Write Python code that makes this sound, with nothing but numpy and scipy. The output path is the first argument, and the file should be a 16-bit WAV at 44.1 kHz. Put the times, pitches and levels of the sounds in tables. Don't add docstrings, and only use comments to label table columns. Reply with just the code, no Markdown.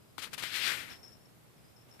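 import sys
import numpy as np
from scipy import signal
from scipy.fft import rfft, irfft, next_fast_len
from scipy.io import wavfile

SR = 44100
rng = np.random.default_rng(int(sys.argv[2]) if len(sys.argv) > 2 else 0)


def to_wav(sig):
    pcm = np.clip(np.atleast_2d(sig), -1, 1) * 32767
    pcm = np.round(pcm).astype(np.int16)
    wavfile.write(sys.argv[1], SR, pcm.T)


N = 88200

# frequency_hz, density_db
BRUSH_SPECTRUM = [(30, -30), (100, -11), (300, -13), (500, -13), (800, -12.5), (1300, -3), (1900, -2.5),
                  (3000, -0.5), (4400, -3), (6000, -10.5), (9000, -11), (12000, -13), (14500, -19.5)]


def amp(db):
    return 10 ** (np.asarray(db) / 20)


def unit(x):
    return x / np.sqrt(np.mean(x ** 2) + 1e-20)


def along(points, hz):
    frequencies, values = np.transpose(points)
    return np.interp(np.log(hz + 1), np.log(frequencies + 1), values)


def clock():
    return np.arange(N) / SR


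def curves(rows):
    times, *columns = np.transpose(rows)
    return [np.interp(clock(), times, column) for column in columns]


def filtered(x, response):
    size = next_fast_len(N + SR // 2)
    return irfft(rfft(x, size) * response(np.fft.rfftfreq(size, 1 / SR)), size)[..., :N]


def coloured(x, spectrum):
    return unit(filtered(x, lambda hz: amp(along(spectrum, hz))))


def envelope(start, rise, hold, t60):
    t = clock() - start
    return np.clip(t / rise, 0, 1) * amp(-60 * np.maximum(t - rise - hold, 0) / t60)


def background(hum_hz=119.3):
    # frequency_hz, density_db
    rumble_spectrum = [(20, -31), (45, -15), (80, -5.5), (120, -2), (170, -6), (260, -9.5), (400, -12),
                       (600, -14.5), (900, -19.5), (1500, -27), (3000, -52)]
    hiss_spectrum = [(300, -12), (1200, 5), (2500, 3.5), (4500, 0), (6200, -3), (8000, -0.5), (14500, -2)]
    rumble = amp(-61.5) * coloured(rng.standard_normal((2, N)), rumble_spectrum)
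    hiss = amp([[-64.8], [-66.2]]) * coloured(rng.standard_normal((2, N)), hiss_spectrum)
    hum = amp(-70) * np.sin(2 * np.pi * (hum_hz * clock() + rng.random()))
    return rumble + hiss + hum


def tag_mode(start, hz, t60, blur_rad=0, attack_s=.002):
    phase = 2 * np.pi * (hz * clock() + rng.random()) + blur_rad
    return envelope(start, attack_s, 0, t60) * np.sin(phase)


def in_room(x, left_bias_db, wet_db=-3):
    # frequency_hz, t60_s
    decay_times = [(200, .4), (2000, .35), (6000, .3), (14000, .2)]
    hz, t, noise = signal.stft(rng.standard_normal((2, SR // 2)), SR, nperseg=256)
    decay = amp(-60 * t / along(decay_times, hz)[:, None])
    tail = signal.istft(noise * decay, SR, nperseg=256)[1]
    reverb = signal.fftconvolve(x[None], tail / np.linalg.norm(tail[0]), axes=1)[:, :N]
    return (x + amp(wet_db) * reverb) * amp([[left_bias_db / 2], [-left_bias_db / 2]])


def ringing_tag(pitch_hz=4980, t60_s=.17):
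    # start_s, level_db
    touches = [(.003, -73), (.045, -76), (.085, -75), (1.588, -74), (1.643, -67.5), (1.715, -76)]
    return sum(amp(db) * in_room(tag_mode(start, pitch_hz, t60_s), left_bias_db=7)
               for start, db in touches)


def handling():
    # time_s, level_db
    swell = [(.17, -85), (.27, -64), (.34, -59), (.4, -62), (.5, -68.5), (.72, -65), (.85, -68),
             (1.15, -71), (1.3, -85)]
    # frequency_hz, density_db
    spectrum = [(25, -14), (70, -4), (110, 0), (180, 1), (260, -7), (500, -16), (1000, -33), (3000, -62)]
    level_db, = curves(swell)
    return amp(level_db) * coloured(rng.standard_normal((2, N)), spectrum)


def friction(slips_per_s=8000, slip_share=.19):
    slips = (rng.random(N) < slips_per_s / SR) * rng.standard_normal(N)
    return np.sqrt(slip_share) * unit(slips) + np.sqrt(1 - slip_share) * rng.standard_normal(N)


def far_port():
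    # time_s, level_db
    swell = [(.17, -96), (.185, -58), (.25, -53), (.31, -58.5), (.34, -54), (.365, -57), (.385, -54),
             (.5, -55.5), (.62, -53.5), (.72, -51.5), (.8, -49), (.87, -53), (.92, -50), (.96, -56),
             (1.05, -69)]
    # frequency_hz, density_db
    spectrum = [(30, -5), (100, 6), (200, 8), (450, 1.5), (1000, -0.5), (2200, -2), (3000, -8),
                (4500, -8.5), (6200, -13.5), (14000, -13)]
    level_db, = curves(swell)
    return amp(level_db) * coloured(friction(), spectrum)


def strokes(rows, spectrum):
    power = sum((amp(db) * envelope(start, rise, hold, t60)) ** 2 for start, rise, hold, t60, db in rows)
    return np.sqrt(power) * coloured(friction(), spectrum)


def brushes():
    # start_s, rise_s, hold_s, t60_s, level_db
    contacts = [(.179, 0.0033, 0.013, 0.15, -39), (.2145, .012, .017, 0.13, -35.5),
                (.303, 0.022, .004, .1, -53), (.329, 0.0047, .012, .048, -34.5),
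                (.363, 0.0058, .008, .1, -54), (.377, 0.0043, 0.014, 0.28, -36.5)]
    return strokes(contacts, BRUSH_SPECTRUM)


def catches(tick_t60_s=.0034):
    # start_s, tick_db, knock_db
    snags = [(.1815, -30, -31), (.331, -42, -41.5), (.379, -39, -43), (.4255, -25, -48),
             (.4378, -22.5, -52), (.719, -30, -39)]
    # pitch_hz, gain_db, t60_s
    modes = [(310, -14, 0.036), (502, -10, .018), (719, -5.5, 0.014), (1050, -1.5, 0.01),
             (1421, 0.5, 0.011), (2100, -11, .012)]
    ticks = sum(amp(db) * envelope(start, 1 / SR, 0, tick_t60_s) for start, db, _ in snags)
    knocks = np.zeros(N)
    for start, _, knock_db in snags:
        for hz, gain_db, t60 in modes:
            tone = np.sin(2 * np.pi * (hz * clock() + rng.random()))
            knocks += amp(knock_db + gain_db) * envelope(start, 1 / hz, 0, t60) * tone
    return ticks * coloured(rng.standard_normal(N), BRUSH_SPECTRUM) + knocks


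def scuffs():
    # start_s, rise_s, hold_s, t60_s, level_db
    contacts = [(.255, .018, 0.0067, 0.05, -47.5), (1.989, .012, .01, .1, -45)]
    # frequency_hz, density_db
    spectrum = [(30, -35), (200, -17), (700, -9), (1050, -6), (1500, 1.5), (2200, -3.5), (3200, -13),
                (6000, -21), (14000, -24)]
    return strokes(contacts, spectrum)


def slide(rasp_edge_hz=2720, treble_edge_hz=5800, gain_db=5, treble_lift_db=1.44, fade_s=.0051):
    # time_s, rasp_db, middle_db, treble_db
    band_levels = [(0.426, -44, -46, -50), (0.436, -42, -43.5, -48), (0.51, -50, -48.5, -56),
                   (0.56, -40, -39, -45), (0.608, -42, -41, -48.5), (0.674, -36, -34.5, -43),
                   (0.724, -37, -43, -45.5), (0.77, -43.5, -50.5, -51), (0.804, -45.5, -50, -53),
                   (0.872, -54.5, -61.5, -63.5), (0.918, -53, -56, -60), (0.952, -60, -64, -68),
                   (0.975, -73, -69.5, -70)]
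    # frequency_hz, density_db
    spectrum = [(30, -55), (100, -26), (300, -15.5), (500, -16.5), (800, -17), (1050, -13), (1350, -5),
                (1650, -1.5), (2300, 0), (2900, -1.5), (3300, -1), (4200, -4), (5200, -8.5), (6200, -14),
                (8000, -14.5), (11000, -16), (14500, -18)]
    rasp_db, middle_db, treble_db = curves(band_levels)
    rub = coloured(friction(), spectrum)
    rasp = filtered(rub, lambda hz: 1 / (1 + (hz / rasp_edge_hz) ** 8))
    treble = filtered(rub, lambda hz: 1 - 1 / (1 + (hz / treble_edge_hz) ** 8))
    middle = rub - rasp - treble
    mix = amp(rasp_db) * unit(rasp) + amp(middle_db) * unit(middle)
    mix += amp(treble_db + treble_lift_db) * unit(treble)
    inside_s = np.minimum(clock() - band_levels[0][0], band_levels[-1][0] - clock())
    contact = np.clip(inside_s / fade_s + 1, 0, 1)
    return amp(gain_db) * contact * mix


def paws(rise_s=.0072, t60_s=.42):
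    # start_s, level_db
    pats = [(.9, -61), (.975, -65), (1.028, -59), (1.095, -70), (1.225, -76), (1.63, -67), (1.88, -62),
            (1.935, -63)]
    # frequency_hz, density_db
    spectrum = [(100, -16), (220, -4.5), (500, -5.5), (1000, -11), (2500, -14.5), (6000, -22.5),
                (14000, -21.5)]
    loudness = sum(amp(db) * envelope(start, rise_s, 0, t60_s) for start, db in pats)
    return loudness * coloured(rng.standard_normal((2, N)), spectrum)


def rattling_tag(chatter_hz=200, chatter_rad=.59):
    # start_s, level_db
    contacts = [(.902, -54.5), (.917, -51), (.955, -61), (1.026, -53.5), (1.039, -53), (1.057, -60),
                (1.072, -56.5), (1.117, -57), (1.128, -62), (1.209, -71), (1.254, -67), (1.476, -76),
                (1.566, -72), (1.682, -72), (1.762, -62), (1.810, -67), (1.911, -57), (1.996, -62)]
    # pitch_hz, gain_db, t60_s
    modes = [(5150, -11, .06), (5230, -6.5, 0.067), (5350, -5.5, .1), (5420, -3, 0.085), (5600, -6.5, .06)]
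    slow_noise = filtered(rng.standard_normal(N), lambda hz: np.exp(-(hz / chatter_hz) ** 2))
    blur_rad = chatter_rad * unit(slow_noise)
    out = np.zeros((2, N))
    for start, level_db in contacts:
        jingle = sum(amp(db + rng.normal(0, 1.5)) * tag_mode(start, hz, t60, blur_rad)
                     for hz, db, t60 in modes)
        out += amp(level_db) * in_room(jingle, left_bias_db=12)
    return out


def scene(leak_db=-32.5):
    near = brushes() + catches() + scuffs() + slide()
    rubbing = np.array([near, amp(leak_db) * near + far_port()])
    return background() + ringing_tag() + handling() + rubbing + paws() + rattling_tag()


def record(dry):
    return filtered(dry, lambda hz: hz < 14700)


dry = scene()
out = record(dry)
to_wav(out)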